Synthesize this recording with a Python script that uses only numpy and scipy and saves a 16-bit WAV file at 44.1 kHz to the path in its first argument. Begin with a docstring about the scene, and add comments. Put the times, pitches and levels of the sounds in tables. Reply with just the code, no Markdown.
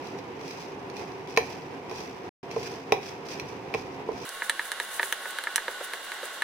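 """Small kitchen, close by: a wooden spatula stirs chopped nuts in a nonstick pan.
Strokes slide the nuts (many tiny contacts) over the low rush of the cooktop; knocks ring and rock
the pan, single pieces drop on it. The sound drops out once. At 4.25 s the background turns abruptly
to a brighter hiss with a thin whine, and the stirring to a high rustle with short dry clicks."""
import sys
import numpy as np
from scipy import signal
from scipy.fft import rfft, irfft
from scipy.io import wavfile
from scipy.ndimage import uniform_filter1d

SR = 44100
rng = np.random.default_rng(int(sys.argv[2]) if len(sys.argv) > 2 else 0)


def store_wav(level_fs):
    """Save 16-bit WAV to argv[1]."""
    pcm = np.round(np.clip(np.atleast_2d(level_fs), -1, 1) * 32767)
    wavfile.write(sys.argv[1], SR, pcm.T.astype(np.int16))


N = 283563
TIME = np.arange(N) / SR

# spatula on pan: start_s, thud_db, ring_db, tick_db, thud_hz (levels relative)
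PAN_KNOCKS = [(1.3737, -16, -16.5, -24.5, 730), (1.9125, -32, -46, -46, 440), (2.5625, -23, -44, -49, 490),
              (2.9217, -13.5, -20, -27, 440), (3.398, -42, -34, -38, 430), (3.74, -33, -28, -39, 570),
              (3.7465, -23, -30, -42, 430), (4.0885, -24, -57, -64, 440), (4.118, -32, -59, -53, 420)]
# left/right likeness of rush and hiss: freq_hz, correlation
RUSH_COHERENCE = [(60, 0.88), (150, 1), (380, 0.8), (700, 0.69), (1300, 0.0056), (2400, 0), (16000, 0.085)]
HISS_COHERENCE = [(60, 1), (200, 0.64), (400, 0.92), (800, .9), (1400, 0.76), (2400, 0.59), (4400, 0.12),
                  (8000, 0)]


def stirring(later):
    """Nuts slide, the spatula's edge makes the wall sing; where later is 1, only a high tumbling rustle."""
    # sliding and tumbling spectra: freq_hz, gain_db
    scrape_spectrum = [(600, -18), (1300, -6.5), (2400, -5.5), (3500, -8.5), (5500, -6.5), (6300, -10),
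                       (7400, -17.5), (10000, -22), (12000, -26), (14000, -20.5), (16000, -29.5)]
    rustle_spectrum = [(1500, -14), (4000, -15), (6000, -5), (8000, -2.5), (9800, 2.5), (11500, -5),
                       (14000, -6.5), (16000, -5)]
    # resonances: centre_hz, width_hz, gain_db
    scrape_peaks = [(2410, 210, 1.6), (3350, 340, 2.4), (4980, 360, 6.4), (5840, 330, 6.7)]
    effort = stroke_effort()
    sliding = grains(per_s=1500, scatter_db=2.6, t60_s=.02)
    tumbling = grains(per_s=2500, scatter_db=2.6, t60_s=.008)
    rubbing = grains(per_s=490, scatter_db=-.5, t60_s=.018)
    scrape = unit(colour(sliding, scrape_spectrum, scrape_peaks)) * effort * undb(2)
    rustle = unit(colour(tumbling, rustle_spectrum)) * effort * undb(2)
    wall = band(rubbing, hz=2520, width_hz=290) * effort ** .8 * undb(-14.5)
    return lean(scrape + wall + pan_rocking(), -.8) * (1 - later) + lean(rustle, -1.2) * later


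def stroke_effort():
    """Gain of the moving nuts: each stroke catches the heap, swells to its crest and settles."""
    # spatula pushes: crest_s, push_s, settle_s, relative_db
    strokes = [(.06, 0.12, 0.16, -52.5), (.51, 0.12, 0.11, -47), (.61, 0.082, 0.12, -48.5),
               (.98, 0.045, 0.17, -48.5), (1.3, 0.03, 0.22, -52.5), (1.5, 0.16, 0.17, -47.5),
               (1.985, 0.092, 0.18, -45), (2.52, 0.022, .12, -50.5), (2.66, 0.1, 0.14, -42),
               (3.07, 0.064, .11, -44.5), (3.32, 0.072, 0.086, -41.5), (3.49, 0.048, 0.13, -51.5),
               (3.79, 0.064, 0.095, -49), (3.94, .025, .08, -58), (4.255, 0.13, .05, -45),
               (4.34, .04, .07, -48), (4.445, .025, 0.049, -40.5), (4.665, 0.095, 0.055, -43),
               (4.83, 0.03, 0.057, -42), (4.96, .08, 0.062, -38.5), (5.04, .03, 0.12, -37),
               (5.3, .1, 0.042, -44), (5.52, .02, .03, -52), (5.595, 0.017, .04, -51),
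               (5.712, 0.028, 0.03, -44.5), (5.847, .025, 0.023, -39), (5.94, .02, 0.085, -48.5),
               (6.05, 0.032, 0.037, -47), (6.14, .025, .04, -49), (6.256, .025, .025, -40.5),
               (6.346, 0.036, 0.04, -47)]
    catch_s, swell_db, settle_db = .006, 12.5, 15.5
    idle_db = -62  # a few nuts keep sliding between strokes
    power = undb(idle_db) ** 2
    for crest_s, push_s, settle_s, db in strokes:
        t = TIME - crest_s
        caught = np.clip((t + push_s) / catch_s, 0, 1)
        shape_db = np.minimum(swell_db * t / push_s, -settle_db * t / settle_s)
        power = power + (caught * undb(db + shape_db)) ** 2
    return np.sqrt(power)


def knocks_and_drops():
    """The pan wall rings at once, the heavy base swings up later; dropped pieces reach only high modes."""
    # pan modes: freq_hz, level_db, t60_s
    modes = [(133.3, -24, 0.24), (259, -17.5, 0.089), (338, -13.5, .03), (433.5, 2, 0.062),
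             (473, -0.5, 0.026), (718, 6.5, 0.028), (833, -15.5, 0.02), (910, -0.5, 0.039),
             (1017, 2, 0.033), (1625, -20, 0.012), (1964, -6.5, 0.025), (2374, 10, 0.011),
             (2580, -14, 0.04), (2800, -20.5, 0.014), (3385, -4, 0.026), (4050, 3, 0.017), (4950, 4, 0.011),
             (5760, 0, 0.02), (6300, -5.5, 0.015), (9400, -6.5, 0.0067)]
    # pieces landing: start_s, relative_db
    drops = [(0.07, -33), (0.188, -32.5), (0.412, -36), (0.479, -31.5), (0.5082, -29), (0.8994, -33),
             (0.9672, -28), (1.118, -38), (1.274, -33.5), (1.3645, -22), (1.896, -32), (1.959, -32),
             (2.513, -27), (2.6298, -29), (3.03, -33)]
    out = np.zeros((2, N))
    for start_s, thud_db, ring_db, tick_db, thud_hz in PAN_KNOCKS:
        focus = 4.5 + .1 * (thud_db - ring_db)  # a soft push favours modes near thud_hz
        thud = ring(modes, 0, 1400, rise_s=.002, spread_rad=.7, centre_hz=thud_hz, db_per_oct=focus)
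        wall = ring(modes, 1400, 3000, rise_s=.0007, spread_rad=.82)
        tick = ring(modes, 3000, SR, rise_s=.0004, spread_rad=1.47) + undb(-12) * crack(t60_s=.014)
        add(out, start_s, undb(thud_db - .9) * thud + undb(ring_db - 1.6) * wall)
        add(out, start_s, undb(tick_db - 1.5) * tick)
    for start_s, db in drops:
        ping = ring(modes, 1400, SR, rise_s=.0003, spread_rad=1.6) + undb(-17) * crack(t60_s=.012)
        add(out, start_s, undb(db - 14) * ping)
    return kitchen(lean(out, -.18), RUSH_COHERENCE, early_db=-10, early_s=.07, tail_db=-9.5, tail_s=.38)


def dry_clicks():
    """Wood and nuts clack; the harder the contact, the more upper modes and bright tick."""
    # contacts: start_s, clack_db, ring_db, tick_db, clack_hz, ring_hz (levels relative)
    contacts = [(4.2915, -50, -59, -39, 1090, 2070), (4.4208, -36, -27.5, -62, 1180, 1810),
                (4.4965, -37.5, -23, -28, 1150, 1710), (4.5943, -36, -26, -51, 1160, 1940),
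                (4.7177, -42, -30.5, -34.5, 1170, 1750), (4.8, -34.5, -28, -38.5, 1070, 1800),
                (4.9958, -30.5, -23, -54, 960, 2050), (5.0298, -34.5, -26, -39, 1170, 2000),
                (5.1253, -37.5, -26, -29.5, 1140, 1770), (5.2563, -39.5, -35, -67, 930, 1820),
                (5.308, -56, -52, -43, 1100, 1800), (5.3862, -44.5, -29.5, -40.5, 940, 1700),
                (5.4385, -45, -36, -42, 1040, 1560), (5.4712, -41, -27.5, -60, 1180, 1680),
                (5.559, -42, -27.5, -22.5, 1180, 2030), (5.5804, -34, -25.5, -56, 1330, 1500),
                (5.6814, -32, -27.5, -51, 820, 1640), (5.808, -35.5, -53, -60, 530, 1700),
                (5.9352, -39, -32, -42, 1120, 1980), (6.1184, -42, -34, -47, 1170, 1860),
                (6.23, -37.5, -39, -51, 570, 1520), (6.4213, -37, -24.5, -42, 1200, 1660)]
    # click modes: freq_hz, level_db, t60_s
    modes = [(404.5, -15.5, 0.16), (504, -8, 0.04), (552, -4, 0.026), (697, -5.5, 0.028), (1004, 5.5, 0.01),
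             (1310, 7.5, 0.0096), (1500, -1.5, 0.015), (1674, 8, 0.012), (1910, 3, 0.0099),
             (2150, -2.5, 0.0052), (3080, 0.5, 0.0081), (3490, 0.5, 0.0074), (3900, 2, 0.0066),
             (6340, -4, 0.0097), (8000, -28, 0.0017), (8400, 1, 0.0032), (9370, 12, 0.0021),
             (10300, -18, 0.0024), (12800, 2, 0.0013)]
    out = np.zeros((2, N))
    for start_s, clack_db, ring_db, tick_db, clack_hz, ring_hz in contacts:
        upper_db = ring_db + .41 * (tick_db - ring_db) - 3
        clack = ring(modes, 0, 1400, rise_s=.0011, spread_rad=.2, centre_hz=clack_hz, db_per_oct=6.5)
        body = ring(modes, 1400, 2600, rise_s=.00067, spread_rad=.29, centre_hz=ring_hz, db_per_oct=26)
        upper = ring(modes, 2600, 5000, rise_s=.00066, spread_rad=.68)
        tick = ring(modes, 5000, SR, rise_s=.0001, spread_rad=.97) + undb(-2) * crack(t60_s=.0031)
        add(out, start_s, undb(clack_db + 1.5) * clack + undb(ring_db + .5) * body)
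        add(out, start_s, undb(upper_db) * upper + undb(tick_db - 2) * tick)
    low_cut = signal.butter(6, 350, "high", fs=SR, output="sos")  # the clicks carry no bass
    out = signal.sosfilt(low_cut, out)
    return kitchen(lean(out, -1.2), HISS_COHERENCE, early_db=-6, early_s=.032, tail_db=-11.5, tail_s=.15)


def pan_rocking():
    """Each knock rocks the pan on its support: a low rumble builds and dies away."""
    level_db, rise_s, t60_s = -45, .01, .78
    power = 0
    for start_s, *_ in PAN_KNOCKS:
        t = np.maximum(TIME - start_s, 0)
        power = power + ((1 - np.exp(-t / rise_s)) * undb(-60 * t / t60_s)) ** 2
    rumble = band(stereo_noise(N, RUSH_COHERENCE), hz=115, width_hz=85)
    return rumble * undb(level_db) * np.sqrt(power)


def cooktop_rush():
    """Low, slightly fluttering rush under the pan."""
    # broad shape: freq_hz, gain_db
    spectrum = [(30, -31.5), (60, -22.5), (110, -9.5), (200, -6.5), (380, -4.5), (600, -7.5), (950, -10),
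                (1500, -17), (2400, -17.5), (3300, -26.5), (4300, -31.5), (6200, -38.5), (8000, -45),
                (16000, -53)]
    # resonances: centre_hz, width_hz, gain_db
    peaks = [(145, 40, 2.5), (244, 44, -3), (271.3, 11.5, 9), (388, 43, 6.5), (477, 77, 3.5),
             (623, 108, -8.5), (693, 120, 5), (950, 170, 4.5), (1350, 330, -2), (2420, 270, -0.5)]
    rush = unit(colour(stereo_noise(N, RUSH_COHERENCE), spectrum, peaks))
    return lean(rush, -1.85) * undb(-39 + .88 * walk(25.06))


def bright_hiss():
    """Fan-like hiss with narrow resonances, a wavering whine and a high whistle that stops early."""
    # broad shape: freq_hz, gain_db
    spectrum = [(40, -13.5), (110, -31.5), (200, -6.5), (420, -1.5), (800, 0), (1200, -4), (1600, 4),
                (2500, -6.5), (3600, -4), (5400, -12.5), (8000, -11), (10000, -16.5), (12000, -16.5),
                (16000, -25)]
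    # resonances: centre_hz, width_hz, gain_db
    peaks = [(252, 120, -7.5), (410, 130, 0), (1100, 62, 6.5), (1310, 180, 2.5), (1477, 26, 10),
             (1560, 36, 3), (1970, 79, 5), (2470, 250, -3), (2846, 134, 9), (3790, 960, 3.5),
             (5030, 900, 0), (10200, 900, 5)]
    # whine: pitch_hz, level_db
    tones = [(1097, -53.5), (14616, -78)]
    whistle_end_s = 5.33
    hiss = unit(colour(stereo_noise(N, HISS_COHERENCE), spectrum, peaks))
    whine = sum(wavering_tone(hz, db) for hz, db in tones)
    whistle = band(rng.standard_normal((2, N)), hz=10000, width_hz=750) * undb(-55)
    whistle += wavering_tone(hz=9900, db=-63)
    hiss *= undb(-39 + .5 * walk(20))
    return lean(hiss + whine + whistle * (TIME < whistle_end_s), -1.7)


def kitchen(x, coherence, early_db, early_s, tail_db, tail_s):
    """Quick reflections from pan wall and counter, then the room's tail; times are t60."""
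    t = TIME[:SR // 2]
    fade = sum(undb(db - 60 * t / t60_s) / np.sqrt(t60_s * SR / np.log(1e6))
               for db, t60_s in [(early_db, early_s), (tail_db, tail_s)])
    reflections = stereo_noise(len(t), coherence) * fade * (t > .002)
    return x + signal.fftconvolve(x, reflections, axes=1)[:, :N]


def ring(modes, lo_hz, hi_hz, rise_s, spread_rad, centre_hz=1000, db_per_oct=0):
    """One blow on the modes within a band; the spot hit favours those near centre_hz."""
    t = TIME[:SR // 6]
    out = np.zeros((2, len(t)))
    for k, (hz, db, t60_s) in enumerate(modes):
        detune, weight = rng.standard_normal(2)
        if lo_hz <= hz < hi_hz:
            db = db + 1.3 * weight - db_per_oct * abs(np.log2(hz / centre_hz))
            phase = (-1) ** k * spread_rad * np.array([[.5], [-.5]])  # left and right out of step
            out += undb(db - 60 * t / t60_s) * np.sin(2 * np.pi * hz * (1 + .026 * detune) * t + phase)
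    return unit_energy(out * (1 - np.exp(-t / rise_s)))


def crack(t60_s):
    """Noise burst at the moment of contact."""
    t = TIME[:SR // 6]
    noise = band(rng.standard_normal((2, len(t))), hz=8150, width_hz=16000)
    return unit_energy(noise * undb(-60 * t / t60_s))


def grains(per_s, scatter_db, t60_s):
    """Many small contacts of uneven size, each a short noise burst."""
    hits = rng.random(N) < per_s / SR
    sizes = undb(scatter_db * np.minimum(rng.exponential(size=N), 4))
    energy = signal.lfilter([1], [1, -undb(-120 / (t60_s * SR))], (hits * sizes) ** 2)
    return rng.standard_normal((2, N)) * np.sqrt(energy)


def wavering_tone(hz, db):
    """Sine whose pitch wanders by about 3 Hz."""
    return undb(db) * unit(np.sin(2 * np.pi * np.cumsum(hz + 3 * walk(30)) / SR))


def stereo_noise(size, coherence):
    """White noise with a given left/right correlation per frequency."""
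    mid, side = rfft(rng.standard_normal((2, size)))
    correlation = np.clip(along(coherence, np.fft.rfftfreq(size, 1 / SR)), -1, 1)
    mid *= np.sqrt((1 + correlation) / 2)
    side *= np.sqrt((1 - correlation) / 2)
    return irfft(np.array([mid + side, mid - side]), size)


def walk(rate_hz):
    """Smooth random wander, rms 1."""
    step = max(int(SR / rate_hz), 2)
    held = np.repeat(rng.standard_normal(N // step + 1), step)
    return unit(uniform_filter1d(held, step)[:N])


def colour(x, spectrum, peaks=()):
    """Filter by a broad spectrum plus bell-shaped resonances."""
    hz = np.fft.rfftfreq(N, 1 / SR)
    peaks_db = sum(db / (1 + (2 * (hz - centre_hz) / width_hz) ** 2) for centre_hz, width_hz, db in peaks)
    return irfft(rfft(x) * undb(along(spectrum, hz) + peaks_db), N)


def band(x, hz, width_hz):
    """Band-pass, rms 1."""
    edges_hz = hz * np.exp(np.array([-.5, .5]) * width_hz / hz)
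    return unit(signal.sosfilt(signal.butter(2, edges_hz, "band", fs=SR, output="sos"), x))


def along(points, hz):
    """Interpolate (freq_hz, value) points over log frequency."""
    freq_hz, value = np.transpose(points)
    return np.interp(np.log(hz + 1), np.log(freq_hz), value)


def lean(x, left_db):
    """Stereo balance; negative leans right."""
    return x * undb(np.array([[left_db], [-left_db]]) / 2)


def add(out, start_s, sound):
    """Mix in a stereo sound."""
    i = int(start_s * SR)
    out[:, i:i + sound.shape[1]] += sound[:, :N - i]


def unit_energy(x):
    """Scale so that the mean square equals the number of samples in 10 ms."""
    return x / np.sqrt(np.sum(x ** 2) / len(x) / (.01 * SR))


def unit(x):
    """Scale to rms 1."""
    return x / np.sqrt(np.mean(x ** 2))


def undb(db):
    """Decibels to gain."""
    return 10 ** (np.asarray(db) / 20)


def scene():
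    """Stirring, knocks and clicks over the rush, then the hiss."""
    change_s, crossfade_s = 4.25, .0044
    later = np.clip((TIME - change_s) / crossfade_s + .5, 0, 1)
    background = cooktop_rush() * (1 - later) + bright_hiss() * later
    return background + stirring(later) + knocks_and_drops() + dry_clicks()


def record(dry):
    """One brief dropout; the top treble is cut."""
    mute_s, resume_s, top_hz = 2.292, 2.430, 15750
    gate = uniform_filter1d(1. * ((TIME < mute_s) | (TIME > resume_s)), size=32)
    return signal.sosfilt(signal.ellip(10, .2, 80, top_hz, fs=SR, output="sos"), dry * gate)


dry = scene()
out = record(dry)
store_wav(out)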